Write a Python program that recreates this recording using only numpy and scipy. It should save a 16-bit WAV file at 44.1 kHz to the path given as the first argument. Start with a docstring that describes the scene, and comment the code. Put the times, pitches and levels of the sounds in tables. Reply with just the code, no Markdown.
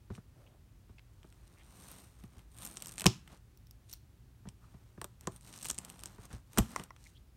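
"""Scissors slitting box tape

A scissor blade runs along the taped seam of a cardboard box, close up in a small quiet room.
It hisses and crackles through the tape, which parts in sharp snaps and gives way in a loud double pop.
The hollow box thuds when blade or hand jolts it; flaps creak and flick, the steel blades click."""
import sys
import numpy as np
from scipy import signal
from scipy.fft import rfft, irfft
from scipy.io import wavfile
from scipy.ndimage import uniform_filter1d

SR = 44100
rng = np.random.default_rng(int(sys.argv[2]) if len(sys.argv) > 2 else 0)


def generate_wav(signal):
    """Clip the signal to [-1, 1] and save it as 16-bit WAV at the path in sys.argv[1]."""
    frames = np.transpose(np.atleast_2d(signal))
    scaled = np.clip(frames, -1, 1) * 32767
    pcm = np.round(scaled).astype(np.int16)
    wavfile.write(sys.argv[1], SR, pcm)


N = 324855
TIME_S = np.arange(N) / SR

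# room tone spectrum, reflection spectrum: f/Hz, gain/dB
ROOM_TONE_COLOUR = [(30, -22.5), (41, -1.5), (55, -0.5), (82, -8), (119, -5), (148, -16), (240, -21.5),
                    (349, -25), (495, -32.5), (4500, -43), (15500, -47)]
ECHO_COLOUR = [(60, -27), (200, -12), (600, -14), (2000, -19), (3100, -17), (4400, -12), (5600, -16.5),
               (7400, -15.5), (8700, -22), (16000, -19.5)]
# room decay: f/Hz, t60/s
ROOM_DECAY = [(100, 0.56), (500, 0.1), (1500, 0.39), (5000, 0.25), (9000, 0.32), (16000, 0.26)]
# friction creaks and pings: t/s, length/s, f/Hz, bandwidth/Hz, level/dB
FRICTION_CREAKS = [(0.361, 0.21, 570, 350, -72.5), (0.464, 0.015, 2810, 800, -72.5),
                   (0.983, 0.0051, 2060, 2200, -67), (0.9932, 0.0028, 2390, 1700, -70.5),
                   (1.571, 0.05, 2150, 650, -70.5), (1.596, 0.031, 3150, 900, -75),
                   (4.616, .04, 1215, 500, -72.5), (7.059, 0.0082, 2110, 350, -65),
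                   (7.148, 0.02, 3100, 604, -74), (7.167, 0.013, 3570, 1000, -71)]
# blades clicking, stiff flap flicking off the blade: t/s, level/dB, t60 factor
BLADE_CLICKS = [(3.5738, -62, 0.7), (3.6696, -63.5, 0.5), (3.7099, -54.5, 0.5), (3.9288, -44, 0.9),
                (3.9358, -44, 1)]
FLAP_FLICKS = [(6.7616, -30, 0.83), (6.9062, -46, 1.25)]
# modes of blades, flap and box: f/Hz, level/dB, t60/s
BLADE_MODES = [(4200, -2, 0.004), (5750, 0, 0.007), (8900, -4, 0.004), (11800, -3, 0.006),
               (15400, -3, 0.007)]
FLAP_MODES = [(680, -8.5, 0.017), (870, -2, 0.01), (1060, 3, 0.013), (1390, -10, 0.029), (1985, -5, 0.017),
              (5630, -10, 0.0081)]
BOX_MODES = [(59, 7, 0.07), (101, 2.5, 0.11), (122.6, 2.5, 0.13), (167.9, 8.5, 0.03), (230, 2.5, 0.063),
             (318, -3.5, 0.046), (376.7, 0.5, 0.053), (463, -2.5, 0.05), (640, -3, 0.041), (756, -4, 0.02),
             (942, -2, 0.027), (1140, 1, 0.017), (1380, -1.5, .013), (1777, -4, 0.012)]
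# jolts of the box: t/s, panel level/dB, boom re panels/dB, edge re panels/dB
BOX_JOLTS = [(0.102, -37.5, 3, -9), (.112, -44, 7, -34), (.178, -44, -8, -8), (0.893, -48.5, 1, -15),
             (1.243, -49.5, -27, -6), (2.236, -42, -7, -40), (2.366, -50, 7, -14), (3.018, -51, -11, 7),
             (3.0414, -43.5, -9, 4.5), (3.0569, -19.5, -31, 0), (3.0631, -15, -12.5, -22),
             (4.454, -44, -16, -11), (4.469, -39, -4.5, -16.5), (4.741, -46.5, -3.5, -10),
             (4.977, -43.5, -11, -8), (5.0151, -48, -1, 11), (5.043, -50, -26, 10), (5.2719, -33, -24, 4.5),
             (6.183, -47, 3, -4.5), (6.333, -41, 5.5, -13.5), (6.574, -30.5, -28, 7),
             (6.5822, -17.5, -19, -16.5), (6.586, -26, 0.5, 4), (6.592, -33, 17.5, -33),
             (6.797, -46.5, -15, 0)]
# blade pushes: peak t/s, swell/s, fade/s, hiss level/dB, rub level/dB, grain spread/dB, paper share
BLADE_STROKES = [(0.151, 0.029, 0.034, -68.5, -65, 4, 1), (.42, 0.12, 0.19, -83, -71.5, -1.5, 0.6),
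                 (1.68, 0.66, 0.25, -78.5, -70.5, 3, 0.86), (1.91, 0.26, 0.22, -59.5, -60.5, -1, 0.4),
                 (2.199, 0.056, 0.078, -74, -69.5, 4, 0.7), (2.39, 0.14, 0.06, -77.5, -67, 1.5, 0.5),
                 (2.637, 0.098, 0.18, -56.5, -57, 2, 0.1), (2.87, 0.17, 0.18, -65, -61, 6.5, 0.36),
                 (3.329, 0.075, 0.058, -71, -60.5, 3.5, 1), (3.915, 0.042, 0.06, -63.5, -83, 3.5, 0.65),
                 (4.659, 0.09, 0.6, -80.5, -73, 0, 0.88), (5.24, 0.036, 0.053, -74.5, -64, 1.5, 0.16),
                 (5.361, 0.053, 0.027, -64, -67, 3, 0.07), (5.482, 0.056, 0.042, -61.5, -61.5, 4, 0.76),
                 (5.56, 0.093, 0.08, -58.5, -61.5, 2, 0.92), (5.65, 0.06, 0.084, -56, -59, 6.5, 0.7),
                 (5.85, 0.15, 0.23, -66, -59.5, 2, 0.4), (6.071, 0.1, 0.17, -69, -62, 1.5, 0.8),
                 (6.252, 0.07, 0.022, -64.5, -58.5, 0.5, 0.8),
                 (6.326, 0.038, 0.067, -64.5, -55.5, 3.5, 0.92), (6.6, 0.089, 0.087, -60, -55.5, 1, 0.77),
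                 (6.72, 0.054, 0.049, -59, -57.5, 1, 0.8), (6.79, 0.1, 0.073, -62.5, -53, -4, 0.5),
                 (7.051, 0.084, 0.1, -68.5, -75, 2.5, 1)]
# spectra of rubbed cardboard, cut tape, cut paper, snap and pop: f/Hz, gain/dB
CARDBOARD_COLOUR = [(60, -9), (170, 8.5), (300, 0.5), (480, -5), (800, -3.5), (1200, -4), (1800, -10),
                    (6000, -22), (16000, -39)]
TAPE_CUT_COLOUR = [(500, -22), (2000, -13), (3700, -8), (4900, -14), (6100, -9), (7700, -11), (8450, 2),
                   (9200, 0), (10300, -13), (12300, -6), (13800, -15), (16000, -18)]
PAPER_CUT_COLOUR = [(500, -15), (2300, -6), (2850, 0), (3300, -5), (3900, 1), (4900, -4), (5800, 1),
                    (7600, -2), (8600, 3), (10200, -9), (11300, -4), (13500, -12), (16000, -15)]
TAPE_SNAP_COLOUR = [(200, -28), (800, -13), (2000, -9), (2950, -5), (3700, -7), (4900, -8), (5700, -2.5),
                    (6400, -4), (7400, -2), (8500, 3), (9200, -1), (10200, -14), (12500, -8), (14000, -18),
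                    (16000, -22)]
TAPE_POP_COLOUR = [(200, -15), (1000, -12), (1850, -14), (2300, -4), (3000, 0), (4550, -10), (5450, 4),
                   (6000, -4), (9000, -10), (16000, -23)]
# snapping fibre re cutting hiss, slightly thinner, with a duller top: f/Hz, gain/dB
FIBRE_COLOUR = [(1000, -2), (3000, 0.5), (11500, 1), (16000, -11)]
# larger snaps of tape and paper, taut tape bursting: t/s, level/dB, low body/dB, top sizzle/dB
TAPE_SNAPS = [(0.1518, -56, 15, -17), (1.2312, -61, 17, -8), (1.3255, -61.5, 12, 1), (1.9152, -50, -4, 20),
              (2.2386, -59.5, 15, 13), (2.3926, -60, 17, 12), (2.6346, -53, -1.5, 5),
              (2.6504, -41.5, 1, 12), (2.6537, -43.5, -4, 12), (2.6642, -45.5, -9, 4), (2.771, -40, -5, -6),
              (2.8227, -39.5, -3, 4), (2.859, -44, -3.5, 5), (2.8708, -44, -12, 8), (2.883, -46.5, -4.5, 1),
              (2.8932, -48, -2, 4), (2.921, -49, -7, 10), (2.9813, -39, 5, -3), (2.9871, -43, 1.5, -3),
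              (2.9931, -54, 1.5, 2), (2.9976, -38, 3, 3), (3.0078, -37.5, 2.5, 2), (3.0185, -37.5, 8.5, 4),
              (3.0425, -38.5, 6.5, -1), (3.0581, -29.5, 9, 6), (3.0606, -26, 9, 4), (3.2769, -53, 20, 9),
              (4.4885, -50, 2.5, -7.5), (5.0155, -42, 4.5, 3), (5.0438, -40.5, -1.5, 6.5),
              (5.21, -53, -2.5, 8.5), (5.2724, -36.5, 3, -5), (5.4102, -58.5, 2, 3), (5.5278, -53, 6, -8),
              (5.5394, -50.5, 9, -5), (5.5609, -52, 0, -2), (5.5769, -50.5, -5, 2), (5.63, -41.5, -12, 4),
              (5.6454, -43.5, -1, -3), (5.6522, -48, 0, 3), (5.6562, -39, 9, 12), (5.6695, -47, -15, -3),
              (5.6864, -39, -6, 3), (5.6955, -50, 7, 0), (5.6988, -35.5, -26, 3), (5.702, -30.5, -1.5, -15),
              (5.7114, -34, -18.5, -1), (5.7453, -50, -5, 0), (5.7807, -44, -5, -11),
              (5.7866, -34, -4.5, -4), (5.849, -46, -6, 1), (5.8947, -55, -12, -5), (5.9002, -46, -1, 5),
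              (5.993, -53, 3, -1), (6.036, -42.5, 0, 2), (6.0579, -40.5, -4, 1), (6.2536, -53, -16, 3.5),
              (6.5327, -54.5, 2, 12), (6.575, -36, 0, -12), (6.5816, -33, 6.5, -4), (6.585, -23.5, 3, 11),
              (6.5885, -32, 5, -4), (6.7612, -40.5, 3.5, 4), (6.7975, -45, 11, -10), (6.8376, -48, -3, 2),
              (6.964, -58, 14, -5.5)]
TAPE_POPS = [(3.0657, -16.5, 1, -0.5), (3.0741, -34.5, -5.5, -6.5)]


def amp(db):
    return 10 ** (np.asarray(db) / 20)


def unit(x):
    """Scale to rms 1."""
    return x / np.sqrt(np.mean(x ** 2) + 1e-20)


def burst(x):
    """Scale to the energy of 4 ms at rms 1."""
    return x * np.sqrt(.004 * SR / (np.sum(x ** 2) + 1e-20))


def lookup(points, hz):
    """Interpolate on a log-frequency axis."""
    f, value = np.transpose(points)
    return np.interp(np.log(hz + 1), np.log(f + 1), value)


def add(mix, at_s, sound):
    part = mix[max(round(at_s * SR), 0):][:len(sound)]
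    part += sound[:len(part)]


def bins_hz(size):
    return np.fft.rfftfreq(size, 1 / SR)


def wander(count, span):
    """Noise averaged over span samples, rms 1."""
    return unit(uniform_filter1d(rng.standard_normal(count), size=span))


def response(gain_db):
    """Minimum-phase impulse response of a spectrum."""
    cepstrum = irfft(gain_db * np.log(10) / 20)
    half = len(cepstrum) // 2
    cepstrum[1:half] *= 2
    cepstrum[half + 1:] = 0
    return irfft(np.exp(rfft(cepstrum)))


def coloured(x, colour):
    """Filter by a spectrum table, rms 1."""
    return unit(signal.oaconvolve(x, response(lookup(colour, bins_hz(4096))))[:N])


def whiten(x, span_bins=31):
    """Flatten the broad spectrum of a burst."""
    spectrum = rfft(x)
    power = np.abs(uniform_filter1d(abs(spectrum) ** 2, size=span_bins))
    return irfft(spectrum / np.sqrt(power + 1e-12), len(x))


def grains(per_s, spread_db):
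    """Random tiny slips, mostly small, at steady mean power."""
    size = amp(spread_db * np.minimum(rng.exponential(1, N), 3.5))
    slips = size * rng.choice([-1, 1], N) * (rng.random(N) < per_s / SR)
    return slips / np.sqrt(np.abs(uniform_filter1d(slips ** 2, size=2000)) + 1e-9)


def room_tone(level_db=-58.5):
    """Low rumble under faint hiss."""
    spectrum = rfft(rng.standard_normal(N)) * amp(lookup(ROOM_TONE_COLOUR, bins_hz(N)))
    return amp(level_db) * unit(irfft(spectrum, N))


def reflections(x, build_s=0.0027, taps_per_s=5000):
    """Dense weak echoes off walls and shelves; each band has its own decay."""
    t = np.arange(SR) / SR
    taps = rng.standard_normal(SR) * (rng.random(SR) < taps_per_s / SR)
    taps *= 1 - np.exp(-(t / build_s) ** 2)
    hz, frame_s, bands = signal.stft(unit(taps), SR, nperseg=256)
    decay_per_s = np.log(1000) / lookup(ROOM_DECAY, hz)[:, None]
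    gain = amp(lookup(ECHO_COLOUR, hz))[:, None] * np.sqrt(2 * decay_per_s / SR)
    bands *= gain * np.exp(-decay_per_s * frame_s)
    return signal.fftconvolve(x, signal.istft(bands, SR, nperseg=256)[1])[:N]


def reverb(x, paths=4, split_hz=450, path_s=.0015):
    """Bass takes one echo path; highs scatter over several in turn, leaving a pitchless tail."""
    low = signal.sosfilt(signal.butter(4, split_hz, "low", fs=SR, output="sos"), x)
    high = signal.sosfilt(signal.butter(4, split_hz, "high", fs=SR, output="sos"), x)
    away = abs((TIME_S / path_s + np.arange(paths)[:, None]) % paths - paths / 2)
    crossfades = np.cos(np.pi / 2 * np.minimum(away, 1))
    return reflections(low) + sum(reflections(high * fade) for fade in crossfades)


def creaks(drag=0.19, median_slip_hz=220, slip_s=0.0028, rise=0.016):
    """Uneven stick-slip rings a stiff edge; pitch rises as it tightens."""
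    out = np.zeros(N)
    for at_s, length_s, hz, width_hz, db in FRICTION_CREAKS:
        t = np.arange(0, length_s + .01, 1 / SR)
        slips = np.cumsum(median_slip_hz * np.exp(.5 * wander(len(t), span=200))) / SR
        grip = (drag + np.exp(-(slips % 1) / (median_slip_hz * slip_s))) * (t < length_s)
        friction = grip * rng.standard_normal(len(t))
        carrier = np.exp(2j * np.pi * np.cumsum(hz * (1 + rise * t / length_s)) / SR)
        pole = np.exp(-np.pi * width_hz / SR)
        squeak = (carrier * signal.lfilter([1], np.poly([pole, pole]), friction / carrier)).real
        add(out, at_s, amp(db) * unit(squeak) * np.sqrt(t[-1] / length_s))
    return out


def struck(events, modes, grit, contact_db, grit_s=0.0015):
    """A gritty tap rings a stiff part, longer when loosely held."""
    out, t = np.zeros(N), np.arange(SR // 2) / SR
    for at_s, db, t60_factor in events:
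        tone = np.zeros(len(t))
        for k, (hz, mode_db, t60_s) in enumerate(modes):
            decay = amp(mode_db - 60 * t / (t60_s * t60_factor))
            tone += (-1) ** k * np.sin(2 * np.pi * hz * t) * decay
        tap = (t == 0) + grit * rng.standard_normal(len(t)) * np.exp(-t / grit_s)
        ringing = burst(signal.fftconvolve(tap, tone)[:len(t)])
        add(out, at_s, amp(db) * (ringing + amp(contact_db) * burst(tap)))
    return out


def box_knocks(gain_db=-0.5, crush=0.096, crush_s=0.0058, scuff_db=-15, scuff_s=0.019, scuff_max_db=-40):
    """A jolt crushes the flutes slightly and rings edges and panels; the box scuffs as it shifts."""
    out, t = np.zeros(N), np.arange(8192) / SR
    hz, mode_db, t60_s = np.transpose(BOX_MODES)
    sign = (-1) ** np.arange(len(hz))
    decay = amp(-60 * t / t60_s[:, None])
    cardboard = response(lookup(CARDBOARD_COLOUR, bins_hz(2048)))
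    highpass = signal.butter(1, 600, "high", fs=SR)
    for at_s, db, boom_db, edge_db in BOX_JOLTS:
        spot_hz = hz * (1 + .09 * rng.uniform(-1, 1, len(hz)) * (hz > 400))  # edge modes vary by spot
        modes = np.sin(2 * np.pi * spot_hz[:, None] * t) * decay
        weight = sign * amp(mode_db + lookup([(55, boom_db), (165, 0), (250, 0), (750, edge_db)], hz))
        flutes = signal.lfilter(*highpass, rng.standard_normal(len(t)) * np.exp(-t / crush_s))
        push = (t == 0) + crush * flutes
        thud = signal.fftconvolve(push / np.linalg.norm(push), weight @ modes)
        scuff = signal.fftconvolve(rng.laplace(size=len(t)) * np.exp(-t / scuff_s), cardboard)
        add(out, at_s, amp(db + gain_db) * thud)
        add(out, at_s, amp(min(db + scuff_db, scuff_max_db)) * burst(scuff))
    return out


def strokes(drop_db=15, roundness=1.67):
    """Pushes swell and fade. Returns hiss gain, rub gain, grain spread and paper share over time."""
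    peak_s, swell_s, fade_s, hiss_db, rub_db, spread_db, paper = np.transpose(BLADE_STROKES)[:, :, None]
    t = np.arange(0, N / SR, .001)
    away = abs(t - peak_s) / np.where(t < peak_s, swell_s, fade_s)
    effort_db = -drop_db * away ** roundness
    hiss_power = amp(hiss_db + effort_db) ** 2 + 1e-20
    rub_power = amp(rub_db + effort_db) ** 2
    share = hiss_power / hiss_power.sum(0)
    controls = (np.sqrt(hiss_power.sum(0)), np.sqrt(rub_power.sum(0)),
                (share * spread_db).sum(0), np.clip((share * paper).sum(0), 0, 1))
    return [np.interp(TIME_S, t, control) for control in controls]


def rubbing(gain_db=1.5):
    """The flat of the blade drags in gritty slips; the hollow box darkens the scrape."""
    return amp(gain_db) * coloured(grains(per_s=900, spread_db=-2), CARDBOARD_COLOUR)


def slitting(spread_db, paper, gain_db=1, tears_per_s=1800, smooth=0.2, judder_db=3):
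    """The edge parts tape and paper: tiny tears over smooth hiss, under a juddering pull."""
    pull = unit(amp(judder_db * np.clip(wander(N, span=150), -2, 2)))
    cut = np.zeros(N)
    for share, colour in ((1 - paper, TAPE_CUT_COLOUR), (paper, PAPER_CUT_COLOUR)):
        tears = grains(tears_per_s, spread_db) + smooth * rng.standard_normal(N)
        cut += np.sqrt(share) * coloured(tears * pull, colour)
    return amp(gain_db) * cut


def fibres(hiss, spread_db, paper, gain_db=8, per_s_per_db=32, scatter_db=5.5, fray=0.22, fray_s=0.00078):
    """Small fibres snap and fray at random, more often as the blade bites coarser."""
    out, t, hz = np.zeros(N), np.arange(512) / SR, bins_hz(1024)
    chance = per_s_per_db * np.maximum(spread_db, 0) / SR
    breaks = hiss * amp(scatter_db * np.clip(rng.standard_normal(N), -2, 2)) * (rng.random(N) < chance)
    tails = signal.oaconvolve(breaks, np.exp(-t / fray_s))[:N]
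    crackle = breaks + fray * rng.standard_normal(N) * tails
    crackle *= amp(gain_db) / (2 * np.sqrt(1 + fray ** 2 * fray_s * SR / 2))
    for share, colour in ((1 - paper, TAPE_CUT_COLOUR), (paper, PAPER_CUT_COLOUR)):
        tick = burst(response(lookup(colour, hz) + lookup(FIBRE_COLOUR, hz)))
        out += signal.oaconvolve(np.sqrt(share) * crackle, tick)[:N]
    return out


def snaps(events, colour, patch_db, lead_in=.07, fray=.45, fray_s=.0006, flutter=0.015, flutter_s=0.01,
          repeat=.35, repeat_max_s=.004, thud_db=-13, thud_s=0.0052):
    """Faint noise swells into a snap that frays, rings the tape and tugs the box. Returns direct, send."""
    direct, send, hz = np.zeros(N), np.zeros(N), bins_hz(1024)
    t = np.arange(-256, 1792) / SR
    envelope = np.exp(-abs(t) / fray_s) * np.where(t < 0, lead_in, fray)
    envelope += flutter * np.exp(-abs(t) / flutter_s) * (t >= 0)
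    cardboard = response(lookup(CARDBOARD_COLOUR, hz))
    for at_s, db, body_db, top_db in events:
        release = whiten((t == 0) + envelope * rng.standard_normal(len(t)))
        release += repeat * rng.random() * np.roll(release, int(repeat_max_s * SR * rng.random()))
        tilt_db = lookup([(3000, body_db), (5000, 0), (9000, 0), (11500, top_db), (16000, top_db - 3)], hz)
        ripple_db = patch_db * wander(len(hz), span=20)  # each patch of tape rings its own way
        snap = burst(signal.fftconvolve(release, response(lookup(colour, hz) + tilt_db + ripple_db)))
        tug = rng.standard_normal(len(t)) * np.exp(-abs(t) / thud_s) * (t >= 0)
        thud = burst(signal.fftconvolve(tug, cardboard))
        send_db = np.clip(4 * (db + 29), -2.5, 1)  # hard snaps shake more flap, reach more room
        add(direct, at_s + t[0], amp(db) * (snap + amp(thud_db) * thud))
        add(send, at_s + t[0], amp(db + send_db) * snap)
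    return direct, send


def scene():
    """Blade, box and tape, plus reverb and room tone; mono."""
    hiss, rub, spread_db, paper = strokes()
    blade = hiss * slitting(spread_db, paper) + fibres(hiss, spread_db, paper) + rub * rubbing()
    blade += struck(BLADE_CLICKS, BLADE_MODES, grit=0.52, contact_db=-15)
    box = box_knocks() + struck(FLAP_FLICKS, FLAP_MODES, grit=0.036, contact_db=-27) + creaks()
    snap, snap_send = snaps(TAPE_SNAPS, TAPE_SNAP_COLOUR, patch_db=3)
    pop, pop_send = snaps(TAPE_POPS, TAPE_POP_COLOUR, patch_db=1.5)
    echo = reverb(box + blade + snap_send + pop_send)
    return (box + blade + snap + pop + echo + room_tone())[None]


def record(dry, low_cut_hz=42, high_cut_hz=16000):
    """Small microphone: bass roll-off, then band limit."""
    thin = signal.sosfilt(signal.butter(3, low_cut_hz, "high", fs=SR, output="sos"), dry)
    lowpass = signal.firwin(255, high_cut_hz, window=("kaiser", 9), fs=SR)
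    return signal.oaconvolve(thin, lowpass[None], "same")


dry = scene()
out = record(dry)
generate_wav(out)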